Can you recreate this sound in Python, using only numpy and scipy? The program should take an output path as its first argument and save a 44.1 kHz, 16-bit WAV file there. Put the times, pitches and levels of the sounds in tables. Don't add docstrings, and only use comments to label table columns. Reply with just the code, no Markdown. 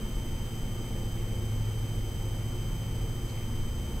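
import sys
import numpy as np
from scipy import signal
from scipy.fft import rfft, irfft
from scipy.io import wavfile
from scipy.ndimage import uniform_filter1d

SR = 44100
rng = np.random.default_rng(int(sys.argv[2]) if len(sys.argv) > 2 else 0)


def inscribe(sig):
    pcm = np.round(np.clip(np.atleast_2d(sig).T, -1, 1) * 32767)
    wavfile.write(sys.argv[1], SR, pcm.astype(np.int16))


N = 176400
FREQS = np.maximum(np.arange(N // 2 + 1) * SR / N, 1)


def undb(db):
    return 10 ** (np.asarray(db) / 20)


def unit(x):
    return x / np.sqrt(np.mean(x ** 2))


def colour(points):
    hz, db = np.array(points).T
    return undb(np.interp(np.log(FREQS), np.log(hz), db))


def resonance(hz, width):
    return 1 / (1 + ((FREQS - hz) / width) ** 2)


def noise(gain):
    return irfft(rfft(rng.standard_normal(N)) * gain, N)


def wander(rate_hz):
    return unit(noise(np.exp(-(FREQS / rate_hz) ** 2)))


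def stereo_noise(gain, side):
    shared, contrast = noise(gain), noise(gain * side)
    return (shared + contrast * np.array([[1], [-1]])) / np.std(shared)


# f/Hz, relative level/dB
AIR_COLOUR = [(6, -8), (16, 2), (32, -2.5), (42, 0.5), (55, -16), (68, -8), (96, -12.5), (135, -20.5),
              (200, -19), (260, -17), (310, -24), (400, -26.5), (540, -26.5), (660, -32), (940, -34.5),
              (1300, -36), (1700, -41.5), (2250, -39.5), (2650, -45), (3600, -50.5), (6000, -59),
              (15000, -88)]
# f/Hz, level/dB of the left-right contrast against the shared sound
AIR_WIDTH = [(20, -24), (60, -17), (110, -26), (200, -23), (380, -15.5), (700, -10.5), (1200, -4),
             (2300, -7.5), (4400, -8)]

def airflow():
    octave = np.log2(FREQS / 20)
    shape, side = colour(AIR_COLOUR), colour(AIR_WIDTH)
    level_db, flicker_db = -34, 0.9
    out = 0
    for k in range(10):
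        band = shape * np.cos(np.pi / 2 * np.clip(octave - k, -1, 1))
        share = np.sqrt(np.sum(band ** 2) / np.sum(shape ** 2))
        out += share * stereo_noise(band, side) * undb(flicker_db * wander(25))
    return out * undb(level_db)


# f/Hz, width/Hz, level/dB
DUCT_RESONANCES = [(37, 3.3, -42.5), (79.2, 1.2, -46), (151.5, 6.7, -48), (180.2, 2.1, -53),
                   (220.6, 14, -49.5), (351.2, 21, -51.5), (449, 11.5, -57), (510, 6.4, -62),
                   (783, 41, -63), (892, 22, -64.5), (2187, 87, -67)]

def duct_ringing():
    side = colour(AIR_WIDTH)
    return sum(undb(db) * stereo_noise(resonance(hz, width), side) for hz, width, db in DUCT_RESONANCES)


# t/s, f/Hz, level/dB
DRONE_PATH = [(0, 103, -57), (.25, 103.2, -46.5), (.75, 105, -38.5), (.94, 106, -45.5),
              (1.08, 107.5, -36.5), (1.35, 106.6, -35.5), (1.6, 107, -33), (2.0, 106.5, -35.5),
              (2.13, 105.1, -43), (2.26, 105.7, -32), (2.55, 105.5, -38.5), (3.0, 106.5, -37),
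              (3.2, 106, -41), (3.45, 104, -39), (3.62, 95.5, -40), (3.82, 89.8, -36.5), (4.0, 88, -50)]

def drone(t):
    times, hz, db = np.array(DRONE_PATH).T
    level_db = np.interp(t, times, db) + 1.04 * wander(4.3)
    phase = 2 * np.pi * np.cumsum(np.interp(t, times, hz)) / SR
    return np.sqrt(2) * undb(level_db) * np.sin(phase)


# f/Hz, level/dB, lag at the right ear/rad
MOTOR_TONES = [(120.1, -42, 0.089), (904, -67.5, 1.7), (1201, -70, 0.89), (1810, -75, 1.4)]

def motor_hum(t):
    out = 0
    for hz, db, lag in MOTOR_TONES:
        phase = 2 * np.pi * (hz * t + rng.random()) + 0.11 * wander(5.4)
        gain = undb(db + 1.5 * wander(3.0))
        out += gain * np.sin(phase - np.array([[0], [lag]]))
    return np.sqrt(2) * out


# f/Hz, relative level/dB
HISS_COLOUR = [(500, -2), (3000, 4), (4300, -0.5), (5400, -0.5), (7000, 0), (9000, -2.5), (12000, -3),
               (15500, -4.5)]

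def hiss():
    return undb(-55.5) * stereo_noise(colour(HISS_COLOUR), side=undb(-1.5))


# multiple of whine_hz, multiple of clock_hz
WHINE_MIXES = [(1, 0), (2, 0), (3, 0), (4, 0), (5, 0), (0, 1), (-1, 1), (1, 1), (2, 1), (-1, 2), (-2, 2)]
WHINE_LEVELS = [-52.5, -59.5, -81.5, -65.5, -68, -56, -62.5, -65, -72, -66, -74]

def whine(t):
    whine_hz, clock_hz, slip_hz = 3105.5, 8000, 0.9
    frame_s, gap_start_s, gap_s, fade_s = 1 / 30, 0.0023, 0.0043, 0.0006
    in_frame = (t - gap_start_s) % frame_s
    on_off = uniform_filter1d(1.0 * (in_frame > gap_s), size=int(fade_s * SR))
    since_restart = (t - gap_start_s - gap_s / 2) % frame_s
    whine_cycles = whine_hz * since_restart + slip_hz * t
    sag_db = -5.5 * np.exp(-since_restart / 0.018)
    out = 0
    for (whines, clocks), db in zip(WHINE_MIXES, WHINE_LEVELS):
        gain = undb(db + (clocks > 0) * sag_db + 0.5 * wander(60))
        cycles = whines * whine_cycles + clocks * clock_hz * t + rng.random()
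        out += gain * np.sin(2 * np.pi * cycles)
    waver = undb(0.42 * wander(17.4))
    return np.sqrt(2) * out * on_off * waver


# middle t/s, length/s, f/Hz, width/Hz, level/dB
ROTOR_RUBS = [(.3, .04, 2200, 300, -64), (3.3, 0.034, 4380, 500, -62), (3.305, 0.048, 6600, 600, -64),
              (3.39, 0.13, 2200, 400, -61)]

def rustles(t):
    grain_db = 4
    out = 0
    for middle, length, hz, width, db in ROTOR_RUBS:
        puff = np.exp(-2 * ((t - middle) / length) ** 2)
        gain = undb(db + grain_db * wander(154))
        out += puff * gain * stereo_noise(resonance(hz, width), side=0.5)
    return out


# t/s, level/dB
RUMBLE_RISE = [(3.3, -62), (3.8, -39.5), (4.0, -40)]

def rumble(t):
    times, db = np.array(RUMBLE_RISE).T
    return undb(np.interp(t, times, db)) * unit(noise(resonance(hz=65.5, width=5.1)))


def scene():
    t = np.arange(N) / SR
    fan = airflow() + duct_ringing() + drone(t) + motor_hum(t)
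    electronics = undb([[-0.4], [0.4]]) * (hiss() + whine(t))
    return fan + electronics + rustles(t) + rumble(t)


def record(dry):
    top_hz = 15680
    return signal.sosfilt(signal.ellip(12, 0.1, 80, top_hz, fs=SR, output="sos"), dry)


dry = scene()
out = record(dry)
inscribe(out)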